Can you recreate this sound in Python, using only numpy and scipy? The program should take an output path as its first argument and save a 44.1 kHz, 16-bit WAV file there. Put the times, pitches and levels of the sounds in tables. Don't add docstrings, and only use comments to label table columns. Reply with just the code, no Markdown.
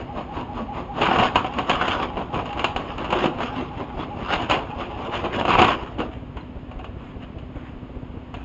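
import sys
import numpy as np
from scipy import signal
from scipy.fft import rfft, irfft, next_fast_len
from scipy.io import wavfile
from scipy.ndimage import uniform_filter1d, minimum_filter1d, map_coordinates

SR = 44100
rng = np.random.default_rng(int(sys.argv[2]) if len(sys.argv) > 2 else 0)


def master_out(mix):
    frames = np.transpose(np.atleast_2d(mix))
    ceiling = np.clip(frames, -1, 1)
    pcm = np.round(ceiling * 32767).astype(np.int16)
    wavfile.write(sys.argv[1], SR, pcm)


N = 372491
TIME = np.arange(N) / SR
STEP_TIMES_S = -.093 + .2009 * np.arange(27)

# (frequency [Hz], gain [dB])
FRICTION_SPECTRUM = [(150, -12), (450, -8.5), (750, -3), (1120, 4.5), (1450, -1), (1950, -6.5), (2400, -5),
                     (2850, -2), (3400, -9), (4200, -23.5), (5200, -24), (7000, -29.5), (9000, -54)]


def amp(db):
    return 10 ** (np.asarray(db) / 20)


def unit(x):
    return x / np.sqrt(np.mean(x ** 2) + 1e-20)


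def along(points, hz):
    knots_hz, values = np.transpose(points)
    return np.interp(np.log(hz + 1), np.log(knots_hz + 1), values)


def wobble(knots_per_s):
    return map_coordinates(rng.standard_normal(int(N * knots_per_s / SR) + 4), [TIME * knots_per_s])


def coloured(x, spectrum, taps=8192):
    cepstrum = irfft(np.log(amp(along(spectrum, np.fft.rfftfreq(taps, 1 / SR)))))
    fold = np.r_[1, np.full(taps // 2 - 1, 2), np.zeros(taps // 2)]
    response = irfft(np.exp(rfft(cepstrum * fold)))
    return signal.fftconvolve(x, response / np.linalg.norm(response))[:len(x)]


def noise(spectrum):
    return unit(coloured(rng.standard_normal(N), spectrum))


def add(track, start_s, sound):
    start = max(round(start_s * SR), 0)
    track[start:start + len(sound)] += sound[:max(N - start, 0)]


def flexing(x, depth_db, width_hz=210, life_s=.03):
    hz, t, bins = signal.stft(x, SR, nperseg=512)
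    rows, columns = np.meshgrid(hz / width_hz, t / life_s, indexing="ij")
    patches = map_coordinates(rng.standard_normal((200, 1000)), [rows, columns], order=1, mode="mirror")
    return signal.istft(bins * amp(depth_db * unit(patches)), SR, nperseg=512)[1][:N]


def crinkle(spectrum, slips_per_s, spread_db, smooth=1.0, hollow_db=3):
    sizes = amp(spread_db * np.minimum(rng.exponential(size=N), 3))
    slips = (rng.random(N) < slips_per_s / SR) * sizes * rng.choice([-1, 1], N)
    rubbing = coloured(unit(slips) + smooth * rng.standard_normal(N), spectrum)
    return unit(flexing(rubbing, hollow_db))


def hum(waver_db=1, noise_db=-41):
    # (frequency [Hz], rms level [dB])
    lines = [(59.2, -47.5), (150, -57.5), (250, -46), (284, -53)]
    # (frequency [Hz], gain [dB])
    noise_spectrum = [(15, -17.5), (33, -4.5), (50, 2.5), (100, 1), (190, -6.5), (290, -6), (400, -10.5),
                      (700, -14.5), (1100, -16.5), (1400, -23), (2000, -26.5), (2900, -25.5), (4300, -43.5),
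                      (8000, -53)]
    track = np.zeros(N)
    for hz, db in lines:
        peak = np.sqrt(2) * amp(db + waver_db * wobble(14))
        track += peak * np.sin(2 * np.pi * hz * TIME + .12 * wobble(4.5))
    return track + amp(noise_db) * noise(noise_spectrum)


def flutter(turn_s=.20004, burr_db=-12.5, burr_s=.012, scatter_db=1.7):
    # (offset [s], peak [dB], half width [s], timing scatter [s])
    pattern = [(.031, -29.5, .0024, .002), (.097, -30.5, 0.0019, .002), (.148, -33, .0017, .006),
               (.170, -27.5, 0.0034, .0015)]
    # (frequency [Hz], gain [dB])
    burr_spectrum = [(40, -22.5), (120, -5.5), (270, 1), (420, -2), (600, -8), (900, -16.5), (2000, -39),
                     (6000, -80.5)]
    thumps, burr_envelope = np.zeros(N), np.zeros(N)
    t = np.arange(-SR // 30, SR // 30) / SR
    for turn_start_s in np.arange(0, N / SR, turn_s):
        for offset_s, db, half_s, scatter_s in pattern:
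            late, size, stretch = rng.standard_normal(3)
            u = t / (half_s * np.exp(.2 * stretch))
            start_s = turn_start_s + offset_s + scatter_s * late + t[0]
            gain = amp(db + scatter_db * size)
            add(thumps, start_s, gain * (1 - u ** 2) * np.exp(-u ** 2 / 2))
            add(burr_envelope, start_s, gain * np.exp(-(t / burr_s) ** 2))
    return thumps + amp(burr_db) * burr_envelope * noise(burr_spectrum)


def carriage(delay_s=.079, half_s=.036, sweep_db=-31.5, fall_db_per_s=.9, idle_db=-43):
    # (frequency [Hz], gain [dB])
    rattle_spectrum = [(60, -12), (160, 0), (240, 4), (320, 1), (500, -2), (800, 0.5), (1120, -0.5),
                       (1400, -12.5), (2000, -18), (2850, -14), (3500, -24.5), (4400, -33), (7000, -39.5),
                       (9000, -70.5)]
    sweeps = np.zeros(N)
    for s in STEP_TIMES_S + delay_s:
        near = np.abs(TIME - s) < 2 * half_s
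        sweeps[near] += amp(sweep_db - fall_db_per_s * s) * np.exp(-((TIME[near] - s) / half_s) ** 2)
    idle = amp(idle_db) * np.interp(TIME, [5.5, 6.1], [1, 0])
    return (sweeps + idle) * crinkle(rattle_spectrum, slips_per_s=450, spread_db=-.5, hollow_db=1.5)


def feed_motor(top_hz=840, droop=.078, half_s=.027, whine_db=-33, rise_db_per_s=.19):
    speed = 1 + .011 * wobble(110)
    chatter = 1 + .22 * wobble(170)
    track = np.zeros(N)
    for s in STEP_TIMES_S[1:]:
        load_db, detune = rng.normal(0, [1.0, .007])
        near = np.abs(TIME - s) < 2 * half_s
        u = (TIME[near] - s) / half_s
        hz = top_hz * (speed[near] + detune) * (1 - droop * np.minimum(u ** 2, 2))
        envelope = amp(whine_db + load_db + rise_db_per_s * s) * np.exp(-np.abs(u) ** 3)
        track[near] += envelope * np.sin(2 * np.pi * np.cumsum(hz) / SR)
    return track * chatter


def stroke_envelope(rows, attack_s=.029, t60_s=.23):
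    power = np.zeros(N)
    for s, length_s, db in rows:
        rise = np.clip((TIME - s) / attack_s + .5, 0, 1)
        settling_s = np.clip(TIME - s - length_s, 0, 1)
        power += (rise * amp(db - 60 * settling_s / t60_s)) ** 2
    return np.sqrt(power)


def crumples(folds_per_s=50, spread_db=4, t60_s=.022):
    envelope, t = np.zeros(N), np.arange(SR // 30) / SR
    scatter = np.clip(rng.standard_normal((int(folds_per_s * N / SR), 2)), -1.3, 1.3)
    for k, (late, size) in enumerate(scatter):
        add(envelope, (k + late / 2) / folds_per_s, amp(spread_db * size - 60 * t / t60_s))
    return unit(coloured(envelope * rng.standard_normal(N), FRICTION_SPECTRUM))


def rustle(slide_flap_db=1.5, lump_db=2, lumps_per_s=60, crumple_db=-4.5):
    # (start [s], length [s], friction [dB], flapping [dB])
    paw_strokes = [(0.321, 0.046, -41, -39.5), (0.734, .035, -43.5, -42.5), (0.975, .04, -30.5, -30.5),
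                   (1.006, 0.16, -26.5, -31.5), (1.182, 0.069, -22, -23), (1.356, 0.015, -25, -29),
                   (1.43, 0.037, -36.5, -48), (1.569, 0.025, -30, -31), (1.678, 0.072, -26, -30.5),
                   (1.804, 0.15, -27.5, -33.5), (1.981, 0.066, -31, -30.5), (2.172, 0.0099, -37.5, -26),
                   (2.333, 0.039, -32, -28.5), (2.457, 0.017, -34.5, -37), (2.577, 0.094, -35.5, -43),
                   (2.785, 0.14, -40, -39.5), (2.996, 0.15, -38, -37.5), (3.121, 0.13, -29, -29),
                   (3.403, 0.059, -31.5, -38), (3.528, 0.089, -36.5, -43), (3.994, 0.012, -33.5, -34.5),
                   (4.222, 0.092, -36.5, -47), (4.293, 0.061, -25, -28.5), (4.39, 0.049, -36, -31.5),
                   (4.496, 0.044, -25.5, -22.5), (4.792, 0.02, -35.5, -35), (5.005, 0.085, -39, -36),
                   (5.128, 0.032, -27.5, -33), (5.235, 0.03, -34, -27.5), (5.328, 0.058, -28.5, -26.5),
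                   (5.478, 0.062, -22, -24.5), (5.582, 0.046, -20, -21), (5.658, 0.054, -23, -25.5),
                   (5.82, 0.026, -40, -37), (5.988, 0.029, -35, -25.5)]
    # (time [s], friction [dB])
    slide_levels = [(.8, -67), (1.0, -43.5), (2.0, -43.5), (2.28, -51.5), (2.85, -54.5), (3.6, -45),
                    (3.85, -49.5), (4.15, -53), (4.6, -46.5), (5.8, -40.5), (6.05, -54.5), (6.25, -75)]
    # (frequency [Hz], gain [dB])
    flap_spectrum = [(40, -29.5), (100, -4.5), (200, -3.5), (330, -0.5), (450, -3.5), (600, -3.5),
                     (850, -6.5), (1300, -14.5), (2500, -59)]
    sliding = amp(np.interp(TIME, *np.transpose(slide_levels)))
    start_s, length_s, friction_db, flap_db = np.transpose(paw_strokes)
    friction = np.hypot(stroke_envelope(zip(start_s, length_s, friction_db)), sliding)
    flapping = np.hypot(stroke_envelope(zip(start_s, length_s, flap_db)), amp(slide_flap_db) * sliding)
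    flap = crinkle(flap_spectrum, slips_per_s=300, spread_db=-1)
    rasp = crinkle(FRICTION_SPECTRUM, slips_per_s=450, spread_db=3.5, smooth=1.1)
    rasp = unit(rasp * amp(lump_db * wobble(lumps_per_s)))
    folding = amp(crumple_db) * (friction / friction.max()) ** .6
    return flapping * flap + friction * (rasp + folding * crumples())


def tray(x, direct_db=-1):
    # (frequency [Hz], bandwidth [Hz], gain [dB])
    modes = [(347, 9, -9.5), (510, 7.4, -7.5), (672, 17, -7.5), (749, 28, -1.5), (1000, 60, -7.5),
             (1140.6, 51, -10.5)]
    ringing = sum(amp(db) * signal.lfilter(*signal.iirpeak(hz, hz / width_hz, fs=SR), x)
                  for hz, width_hz, db in modes)
    return amp(direct_db) * x + ringing


def crack(envelope):
    bins = rfft(envelope * rng.choice([-1, 1], len(envelope)), 2 * len(envelope))
    power = uniform_filter1d(np.abs(bins) ** 2, size=130)
    burst = irfft(bins / np.sqrt(np.abs(power) + 1e-12))[:len(envelope)]
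    return unit(burst) * np.sqrt(np.mean(envelope ** 2))


def snaps(shiver_db=-15, shiver_t60_s=.3, body_db=.5, ring_db=-1, ring_width_hz=230,
          tick_db=3, tick_t60_s=.011, gain_db=-12):
    # (time [s], relative level [dB], crisp edge [dB], ring [Hz], crack t60 [s])
    buckles = [(.368, -18.5, -7, 870, 0.04), (0.409, -25, 6.5, 1050, .03), (1.015, -4, 1, 1060, .05),
               (1.037, -7, -1, 1150, 0.033), (1.056, -15, 10, 1000, .04), (1.086, -6.5, -12, 900, 0.063),
               (1.112, -4, -15, 770, .04), (1.134, -6.5, -8, 1130, 0.054),
               (1.161, -8.5, -17.5, 1000, 0.046), (1.186, -12, 9.5, 1150, 0.047),
               (1.2, -7.5, 0, 400, 0.074), (1.229, -6, -5, 710, 0.034), (1.257, -13, 2, 990, .03),
               (1.357, -0.5, 4, 1010, 0.045), (1.445, -6, -11, 670, 0.022), (1.537, -23.5, 9, 1000, 0.052),
               (1.586, -6.5, 3, 1004, 0.038), (1.696, -5.5, 9.5, 720, 0.042), (1.714, -8, 0, 560, 0.029),
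               (1.73, -16, 5, 1500, 0.033), (1.81, -10.5, -6, 900, .04), (1.824, -9.5, -5.5, 760, .04),
               (1.88, -12.5, 10.5, 550, 0.052), (2.169, -15, -7, 870, 0.072), (2.343, -14, 1.5, 870, 0.06),
               (2.39, -10, -11, 706, 0.038), (2.457, -22.5, 7.5, 900, 0.062),
               (2.529, -24, 11.5, 760, 0.037), (2.574, -16, -3, 850, 0.057), (2.594, -18, 13.5, 960, 0.037),
               (2.643, -5.5, 10.5, 720, 0.035), (2.762, -10.5, 7, 720, 0.045),
               (2.981, -19, 8.5, 775, 0.036), (3.044, -15.5, 2, 950, 0.081),
               (3.104, -20, 13.5, 1060, 0.042), (3.126, -3, -0.5, 850, 0.045),
               (3.189, -14.5, 5, 1100, 0.03), (3.241, -5.5, 1, 590, 0.039), (3.257, -6, 2.5, 420, 0.041),
               (3.386, -14, -8.5, 1140, 0.03), (3.405, -11.5, -2, 700, 0.04), (3.432, -19, 7, 900, .04),
               (4.336, -10, 8, 1100, 0.046), (4.422, -22.5, 14.5, 890, 0.03),
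               (4.498, -16, 15.5, 600, 0.071), (4.511, -8, 11, 980, 0.057), (4.522, -10, 4.5, 650, .04),
               (4.81, -16, -5, 1080, 0.04), (5.241, -12, -9, 1085, .04), (5.256, -11.5, -7, 800, 0.049),
               (5.398, -18, 9.5, 400, .03), (5.411, -6, -4.5, 720, 0.026), (5.452, -5, 0, 620, .025),
               (5.48, -8.5, -0.5, 560, 0.082), (5.505, -9, -2, 1000, 0.039), (5.538, -7, 1.5, 400, .03),
               (5.552, 2, -8, 1100, 0.022), (5.584, -1.5, -15, 700, 0.033), (5.593, -2, 0, 750, 0.05),
               (5.617, -1, 7.5, 746, 0.044), (5.645, -8.5, 7.5, 1000, 0.059), (5.68, -9, 4.5, 1070, 0.09),
               (5.985, -19.5, 0, 340, 0.056), (6.002, -12.5, -1, 500, 0.053),
               (6.369, -21.5, -1, 897, 0.045), (6.713, -25.5, -2, 600, 0.071),
               (6.791, -24.5, -2, 660, 0.057), (6.843, -22, 0, 1110, 0.061), (7.228, -33.5, 6, 580, 0.053),
               (7.384, -36.5, 11, 590, 0.049), (8.341, -22.5, 5, 813, 0.057)]
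    # (frequency [Hz], gain [dB])
    snap_spectrum = [(60, -6), (250, 3.5), (500, -1), (750, 1.5), (1120, 0), (1450, -5), (1950, -13),
                     (2400, -7), (2850, -1), (3400, -16.5), (4200, -22.5), (5200, -32), (7000, -31),
                     (9000, -51.5)]
    track, t = np.zeros(N), np.arange(SR // 5) / SR
    body_band = signal.butter(2, 550, fs=SR, output="sos")
    edge_band = signal.butter(1, 1900, "high", fs=SR, output="sos")
    tick_band = signal.butter(3, 4760, "high", fs=SR, output="sos")
    for s, db, edge_db, ring_hz, t60_s in buckles:
        burst = crack(amp(-60 * t / t60_s) + amp(shiver_db - 60 * t / shiver_t60_s))
        body = (amp(body_db) - 1) * signal.sosfilt(body_band, burst)
        edge = (amp(edge_db) - 1) * signal.sosfilt(edge_band, burst)
        resonance = signal.iirpeak(ring_hz, ring_hz / ring_width_hz, fs=SR)
        ring = amp(ring_db) * signal.lfilter(*resonance, burst)
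        tick = amp(tick_db + edge_db) * signal.sosfilt(tick_band, burst * amp(-60 * t / tick_t60_s))
        add(track, s, amp(db + gain_db) * (burst + body + edge + ring + tick))
    return coloured(track, snap_spectrum)


def groans(glide_oct_per_s=-2.2, roughness=.17):
    # (centre [s], half length [s], pitch [Hz], level [dB])
    notes = [(.617, 0.028, 224, -27), (3.168, 0.023, 360, -25.5), (3.283, 0.013, 335, -27.5),
             (3.586, 0.034, 262.8, -27), (5.686, 0.031, 1093, -19.5), (6.413, .0065, 4070, -56)]
    track = np.zeros(N)
    for s, half_s, hz, db in notes:
        near = np.abs(TIME - s) < .12
        t = TIME[near] - s
        phase = 2 * np.pi * np.cumsum(hz * 2 ** (glide_oct_per_s * t)) / SR
        track[near] += amp(db) * np.exp(-(t / half_s) ** 2) * np.sin(phase)
    return track * (1 + roughness * wobble(97))


def thuds(attack_s=.0022, glide_oct_per_s=-2.5):
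    # (time [s], pitch [Hz], level [dB], t60 [s])
    pops = [(1.086, 199, -20, .07), (3.215, 274, -18, .07), (3.238, 531, -14, 0.068),
            (3.24, 349, -18.5, 0.082), (3.257, 250, -14, 0.094), (3.431, 240, -19, 0.082),
            (3.619, 373, -22, 0.065), (4.003, 273, -22.5, .11), (6.0, 490, -23.5, 0.13)]
    track, t = np.zeros(N), np.arange(SR // 6) / SR
    for s, hz, db, t60_s in pops:
        phase = 2 * np.pi * np.cumsum(hz * 2 ** (glide_oct_per_s * t)) / SR
        envelope = amp(db - 60 * t / t60_s) * (1 - np.exp(-t / attack_s))
        add(track, s, envelope * np.sin(phase))
    return track


def nuzzles():
    # (start [s], length [s], level [dB])
    rubs = [(6.12, 0.022, -44.5), (6.365, 0.021, -47.5), (6.79, 0.069, -53), (6.98, 0.13, -50),
            (7.21, 0.028, -47.5), (7.55, 0.15, -50.5), (8.34, 0.16, -50)]
    # (frequency [Hz], gain [dB])
    scrape_spectrum = [(200, -30.5), (700, 2), (1120, 1), (1500, 0.5), (2000, -2), (2850, -3), (3400, -7),
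                       (4300, -29.5), (7000, -25.5), (9000, -37)]
    return stroke_envelope(rubs) * crinkle(scrape_spectrum, slips_per_s=400, spread_db=3, smooth=.9)


def room(x, delay_s=.005):
    # (frequency [Hz], t60 [s])
    decay_times = [(200, 0.49), (530, 0.45), (1400, 0.21), (3700, 0.15), (8000, 0.19)]
    wet, hop = np.zeros(N), SR // 3
    for start in range(0, N, hop):
        hz, t, bins = signal.stft(rng.standard_normal(SR // 2), SR, nperseg=256)
        decay = amp(-60 * t / along(decay_times, hz)[:, None])
        tail = signal.istft(bins * decay, SR, nperseg=256)[1]
        reflections = signal.fftconvolve(x[start:start + hop], tail / np.linalg.norm(tail))
        add(wet, start / SR + delay_s, reflections)
    return wet


def scene(room_db=-11.5):
    paper = tray(rustle() + nuzzles() + snaps()) + groans() + thuds()
    printer = feed_motor() + carriage()
    direct = paper + printer
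    return (direct + room(amp(room_db) * direct) + hum() + flutter())[None]


def record(dry):
    # (frequency [Hz], gain [dB])
    response = [(3000, 1), (5100, 1.5), (5800, -11.5), (6700, 4), (7400, -2.5), (8400, -16.5)]
    ceiling, hold_s, top_hz = .9, .004, 8450
    size, hold = next_fast_len(N + SR // 2), int(hold_s * SR)
    hz = np.fft.rfftfreq(size, 1 / SR)
    notched = irfft(rfft(dry, size) * amp(along(response, hz)), size)
    needed_gain = ceiling / np.maximum(np.abs(notched), ceiling)
    gain = uniform_filter1d(minimum_filter1d(needed_gain, 2 * hold), hold)
    return irfft(rfft(notched * gain) * (hz < top_hz), size)[:, :N]


dry = scene()
out = record(dry)
master_out(out)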